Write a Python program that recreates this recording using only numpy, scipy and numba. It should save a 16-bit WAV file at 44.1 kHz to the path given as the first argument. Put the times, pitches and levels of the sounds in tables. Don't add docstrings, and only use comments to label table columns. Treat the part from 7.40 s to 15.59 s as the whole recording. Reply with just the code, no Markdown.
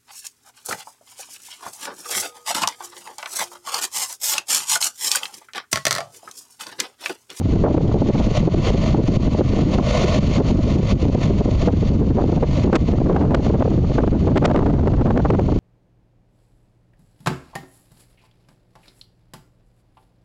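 import sys
import numpy as np
from scipy import signal
from scipy.fft import rfft, irfft, next_fast_len
from scipy.io import wavfile
from scipy.ndimage import map_coordinates
from numba import njit

SR = 44100
rng = np.random.default_rng(int(sys.argv[2]) if len(sys.argv) > 2 else 0)


def generate_wav(sig):
    pcm = np.round(np.clip(np.atleast_2d(sig).T, -1, 1) * 32767).astype(np.int16)
    wavfile.write(sys.argv[1], SR, pcm)


N = 361179
TIME = np.arange(N) / SR
NOMINAL_EDDY_HZ = 330


def amp(db):
    return 10 ** (np.asarray(db) / 20)


def unit(x):
    return x / np.sqrt(np.mean(x ** 2) + 1e-20)


def wobble(rate):
    return map_coordinates(rng.standard_normal(int(N * rate / SR) + 4), [TIME * rate])


def filtered(x, response):
    size = next_fast_len(len(x) + 8192)
    return irfft(rfft(x, size) * response(np.fft.rfftfreq(size, 1 / SR)), size)[:len(x)]


def coloured(x, points):
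    corners, db = np.transpose(points)
    return filtered(x, lambda hz: amp(np.interp(np.log(hz + 1), np.log(corners), db)))


def evened(x, span_s):
    window = np.hanning(int(span_s * SR) + 3)
    power = signal.fftconvolve(x ** 2, window / window.sum(), "same")
    return x / np.sqrt(np.abs(power) + 1e-9)


# frequency in Hz, relative spectral density in dB.
BLOCK_SPECTRUM = [(20, -6), (45, -1), (85, 4), (220, -1), (310, -15), (400, -18), (500, -3), (560, -4),
                  (610, 0), (720, -10), (850, -19.5), (980, -12.5), (1150, -13), (1270, -19.5),
                  (1450, -22.5), (1590, -36), (3000, -67)]
# frequency in Hz, relative spectral density in dB.
CLATTER_SPECTRUM = [(600, -26.5), (1600, -17.5), (1790, -1), (1900, -4), (2050, 0), (2350, -1.5),
                    (3150, -1.5), (3330, -5.5), (3550, -2), (3850, -6.5), (4050, -4), (4520, -3),
                    (5000, -12), (5600, -10.5), (6700, -9), (10000, -12)]
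# frequency in Hz, level in dB.
WHINE_TONES = [(1480, -56), (2089, -54.5), (2692, -59), (3232, -57.5), (4484, -57), (5169, -68.5)]


def engine(firing_hz=46.87, block_db=-25.5, clatter_db=-36.1, thump_db=-33, knock=0.12, scatter_db=2):
    speed = 1 + .0022 * wobble(1.8)
    shaft_time = np.cumsum(speed) / SR
    firings = np.sin(np.pi * firing_hz * shaft_time) ** 4 * amp(scatter_db * wobble(40))
    firings -= firings.mean()
    pulsing = 1 + knock * unit(firings)
    block = unit(coloured(pulsing * rng.standard_normal(N), BLOCK_SPECTRUM))
    clatter = unit(coloured(pulsing * rng.standard_normal(N), CLATTER_SPECTRUM))
    thump = unit(coloured(firings, BLOCK_SPECTRUM))
    whine = np.zeros(N)
    for hz, db in WHINE_TONES:
        gain = amp(db + 1.5 * wobble(13))
        whine += gain * unit(np.sin(2 * np.pi * hz * shaft_time + 0.98 * wobble(27)))
    return amp(block_db) * block + amp(clatter_db) * clatter + amp(thump_db) * thump + whine


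# time in seconds, gain in dB.
APPROACH_GAIN = [(0, 3.5), (1.199, 0), (2.6, 0.5), (4.6, 2.5), (5.7, 6), (7.1, 5.5), (8.19, 4.5)]


def nearness():
    return amp(np.interp(TIME, *np.transpose(APPROACH_GAIN)))


# time in seconds, strength in dB.
WIND_TREND = [(0, -3.5), (.45, -3.5), (.75, -10.5), (1.6, -12), (2.85, -14), (3.15, -5.5), (3.5, -8),
              (4.1, -6.5), (4.65, -2), (5.05, -3.5), (5.8, 4), (6.4, 0), (6.7, 3), (7.2, 5), (7.8, 4),
              (8.19, -1)]
# centre in seconds, half length in seconds, depth in dB.
WIND_LULLS = [(0.108, 0.041, 6), (0.206, 0.015, 7), (0.674, 0.015, 6), (.772, .04, 6), (0.855, 0.024, 3),
              (0.952, 0.027, 20), (1.2, .03, 4), (1.265, 0.032, 22), (1.45, 0.045, 12), (1.748, 0.023, 6),
              (1.976, 0.014, 11), (2.157, 0.044, 3), (2.329, .026, 13), (2.528, 0.056, 26),
              (2.618, 0.026, 13), (2.715, 0.071, 16), (2.945, .035, 15), (3.065, .032, 9),
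              (3.298, 0.049, 10), (3.44, .035, 7), (3.503, .027, 25), (3.61, 0.02, 8), (3.818, 0.028, 16),
              (3.885, 0.032, 6), (3.98, .03, 5), (4.232, .036, 7.5), (4.445, 0.042, 7), (4.753, .019, 6),
              (4.902, .04, 5), (5.195, 0.073, 11.5), (5.482, 0.028, 11), (6.043, .035, 13),
              (6.334, 0.036, 4.5), (6.559, .045, 9), (6.801, .05, 4), (8.079, 0.035, 4)]


def wind_strength(sag_power=2.2, return_power=3):
    sag_db = np.zeros(N)
    for centre, half_length, depth_db in WIND_LULLS:
        distance = np.minimum(np.abs(TIME - centre) / half_length, 4)
        sag_db += depth_db * np.exp(-distance ** np.where(TIME < centre, sag_power, return_power))
    return np.interp(TIME, *np.transpose(WIND_TREND)) - sag_db


# frequency in Hz, relative density in dB.
EDDY_SPECTRUM = [(8, -16), (25, -2), (60, -1.5), (150, 0), (250, -5), (400, -12.5), (600, -23.5),
                 (900, -36), (1500, -43.5), (3000, -77.5), (6000, -120)]


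def wind_rumble(strength_db, level_db=1.18, eddy_hz=349.9, flutter_db=3.0, swell_db=1.2):
    flutter = wobble(65)
    gust_db = strength_db + swell_db * wobble(20)
    speed = eddy_hz / NOMINAL_EDDY_HZ * np.exp(.25 * (flutter - 1))
    pattern = coloured(rng.standard_normal(2 * N), EDDY_SPECTRUM)
    pressure = map_coordinates(pattern, [np.cumsum(speed)], mode="wrap")
    return amp(gust_db + level_db + flutter_db * flutter) * evened(pressure, span_s=0.035)


# frequency in Hz, relative density in dB.
VORTEX_SPECTRUM = [(10, -22.5), (40, -3.5), (130, 2.5), (250, -0.5), (380, -8.5), (550, -17.5), (900, -36),
                   (1500, -47.5), (3000, -88), (6000, -120)]
# start in seconds, length in seconds, strength in dB, eddy rate in Hz.
HARD_BUFFETS = [(.011, .009, 2, 566), (0.157, 0.013, 1.5, 526), (0.239, 0.038, 5, 766),
                (0.278, .008, 3, 522), (.302, 0.023, 0, 516), (.346, 0.0078, 7, 560),
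                (0.376, .017, 4.5, 560), (0.406, .008, 2.5, 480), (0.457, 0.0082, 0, 517),
                (0.489, 0.013, 2.5, 528), (.544, 0.036, 0, 560), (0.618, .016, 2, 460),
                (0.658, 0.015, -8, 483), (0.698, 0.012, 0, 561), (.802, 0.015, -7, 601),
                (0.88, .009, -7, 535), (1.03, .013, -5.5, 481), (1.076, .012, 3.5, 680),
                (1.144, .008, -5, 560), (1.303, .01, -5.5, 519), (1.342, 0.018, -9.5, 433),
                (1.547, .013, 0, 604), (1.579, 0.035, -2.5, 520), (1.686, .025, -9, 450),
                (1.772, 0.012, 3.5, 191), (1.884, .016, -0.5, 219), (1.945, .013, -7.5, 525),
                (1.994, 0.011, -3.5, 383), (2.011, .01, 3, 649), (2.171, .012, -13, 521),
                (2.191, .009, -12, 680), (2.251, 0.028, -8, 328), (2.357, 0.009, -7.5, 477),
                (2.385, .014, -3.5, 740), (2.408, .012, -4, 333), (2.786, 0.024, -7, 214.5),
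                (3.001, .018, 0, 580), (3.115, 0.015, -2.5, 380), (3.366, .011, -2.5, 538),
                (3.392, .016, -6.5, 470), (3.529, 0.04, 2.5, 300), (3.653, .016, -4.5, 462),
                (3.691, 0.013, -1.5, 442), (3.751, 0.0099, 0.5, 592), (4.009, 0.011, -1, 563),
                (4.057, .008, -4, 518), (4.081, .013, -3, 520), (4.278, .024, 5.5, 600),
                (4.514, .02, 0, 449), (4.608, 0.023, 3, 470), (4.775, 0.022, 3.5, 779),
                (4.806, .009, 3, 657.6), (4.822, .006, 2.5, 665), (4.841, 0.0046, 4.5, 680),
                (4.89, .014, -4.5, 534), (4.922, .018, -0.5, 567), (4.97, 0.023, -1.5, 622),
                (5.028, 0.015, 8.5, 754), (5.269, 0.0096, 2.5, 594), (5.296, 0.012, 4, 560),
                (5.33, .016, 15, 636), (5.349, .006, 21, 560), (5.354, .012, 28, 740),
                (5.487, .022, -6.5, 586), (5.547, .016, 6.5, 435), (5.604, 0.018, 6, 575),
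                (5.661, .018, 5, 600), (5.691, 0.042, 4, 716), (5.757, .023, 4.5, 826),
                (5.807, 0.06, 7, 554.8), (5.905, 0.031, 5, 662), (5.944, .009, 21, 739),
                (5.992, .015, 0, 597), (6.065, .01, 2, 560), (6.098, 0.012, 6, 581), (6.142, 0.022, 6, 614),
                (6.205, .012, 8.5, 622), (6.222, .009, 9, 755), (6.252, .008, 7, 659),
                (6.275, 0.01, 2, 557), (6.311, .018, 1, 559), (6.437, .018, 1, 605),
                (6.508, 0.014, -0.5, 524), (6.581, .03, 2.5, 697), (6.634, .014, 9.5, 651),
                (6.675, .01, 9.5, 561), (6.718, .022, 7.5, 282), (6.833, .02, 4.5, 520),
                (6.878, 0.018, 7, 800), (6.935, 0.014, 7, 420), (6.959, 0.011, 12, 659),
                (6.972, .009, 24.5, 715), (7.018, 0.024, 5, 619), (7.04, .007, 17, 736),
                (7.052, .009, 26.5, 863), (7.075, .018, 5, 700), (7.096, .016, 10, 700),
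                (7.111, .007, 12, 740), (7.119, .005, 15, 620), (7.145, .014, 8, 680),
                (7.16, .009, 18, 580), (7.173, .01, 16, 640), (7.191, 0.0063, 19, 572),
                (7.223, .017, 8.5, 700), (7.259, .017, 8, 669), (7.426, 0.025, 3, 459),
                (7.472, 0.02, 8, 620), (7.534, 0.02, 6, 657), (7.621, 0.0068, 9, 578),
                (7.657, .034, 5.5, 718), (7.705, .013, 8, 858), (7.755, .012, 5, 760),
                (7.773, .008, 14, 680), (7.792, 0.012, 6.5, 840), (7.851, .015, 7, 997),
                (7.902, .011, 12, 680), (7.949, .009, 11.5, 677), (7.989, .024, 4, 600),
                (8.084, 0.018, 0.5, 697), (8.12, .012, 3, 579)]


def buffets(rows, rise_s=0.0016, fade_power=3, flutter_db=1.26):
    lead = SR // 100
    t = np.arange(-lead, SR // 4) / SR
    pattern = coloured(rng.standard_normal(2 * N), VORTEX_SPECTRUM)
    flutter = np.pad(wobble(190), (0, SR))
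    onset = (1 + np.tanh(t / rise_s / 2)) / 2
    out = np.zeros(N + SR)
    for (start, length, db, eddy_hz), offset in zip(rows, rng.uniform(0, N, len(rows))):
        here = slice(round(start * SR), round(start * SR) + len(t))
        speed = eddy_hz / NOMINAL_EDDY_HZ * np.exp(0.0903 * (flutter[here] - .5))
        pressure = map_coordinates(pattern, [offset + np.cumsum(speed)], order=1)
        envelope = onset * np.exp(-(np.maximum(t, 0) / length) ** fade_power)
        out[here] += amp(db + flutter_db * flutter[here]) * envelope * evened(pressure, span_s=0.03)
    return out[lead:][:N]


def wakes(rows, depth_db=3.5, half_length_s=0.013, lag_s=0.007):
    t = np.arange(0, N / SR, .002)
    centres = [start + length + lag_s for start, length, _, _ in rows]
    slack = np.max([np.exp(-((t - centre) / half_length_s) ** 2) for centre in centres], axis=0)
    return amp(-depth_db * np.interp(TIME, t, slack))


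def flurry(strength_db, per_second=30, length_s=0.0073, level_db=-6.5, eddy_hz=619.4, gap_s=.004):
    expected_count = np.cumsum(per_second * np.exp(0.19 * strength_db)) / SR
    arrivals = np.searchsorted(expected_count, np.cumsum(rng.gamma(2, .5, 480)))
    scatter = rng.standard_normal((len(arrivals), 3))
    rows = []
    for i, (length_scatter, level_scatter, rate_scatter) in zip(arrivals, scatter):
        busy = any(start - gap_s < i / SR < start + span + gap_s for start, span, _, _ in HARD_BUFFETS)
        if i < N and not busy:
            length = length_s * np.exp(0.28 * length_scatter)
            db = level_db + 0.99 * strength_db[i] + 2 * level_scatter
            hz = eddy_hz * np.exp(-0.0049 * strength_db[i] + .15 * rate_scatter)
            rows.append((i / SR, length, db, hz))
    return rows


def scene():
    strength_db = wind_strength()
    blows = list(HARD_BUFFETS) + flurry(strength_db)
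    truck = nearness() * engine()
    rumble = wakes(HARD_BUFFETS) * wind_rumble(strength_db)
    return (truck + rumble + buffets(blows))[None]


def overload(x, ceiling_db=8.0):
    return np.clip(x, -amp(ceiling_db), amp(ceiling_db))


@njit
def follower(size, attack, release):
    out, level = np.empty(len(size)), size[:1000].max()
    for i in range(len(size)):
        level += (size[i] - level) / attack if size[i] > level else -level / release
        out[i] = level
    return out


def gain_control(x, target_db=-12.0, attack_s=0.0016, release_s=0.029):
    envelope = follower(np.abs(x), attack_s * SR, release_s * SR)
    return x * amp(target_db) / (envelope + 0.0038)


# frequency in Hz, gain in dB.
MIC_RESPONSE = [(5, -22.5), (20, -2.5), (6800, -2.5), (7400, -12.5), (8000, -26.5), (8500, -14), (9200, -6),
                (9900, -18)]
# frequency in Hz, gain in dB.
TREBLE_ROLL_OFF = [(6000, -1), (7400, -1.5), (8000, -3.5), (9200, -13.5), (9900, -15.5)]


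def record(dry, top_hz=9900):
    held = gain_control(overload(coloured(dry[0], MIC_RESPONSE)))
    return filtered(coloured(held, TREBLE_ROLL_OFF), lambda hz: hz < top_hz)[None]


dry = scene()
out = record(dry)
generate_wav(out)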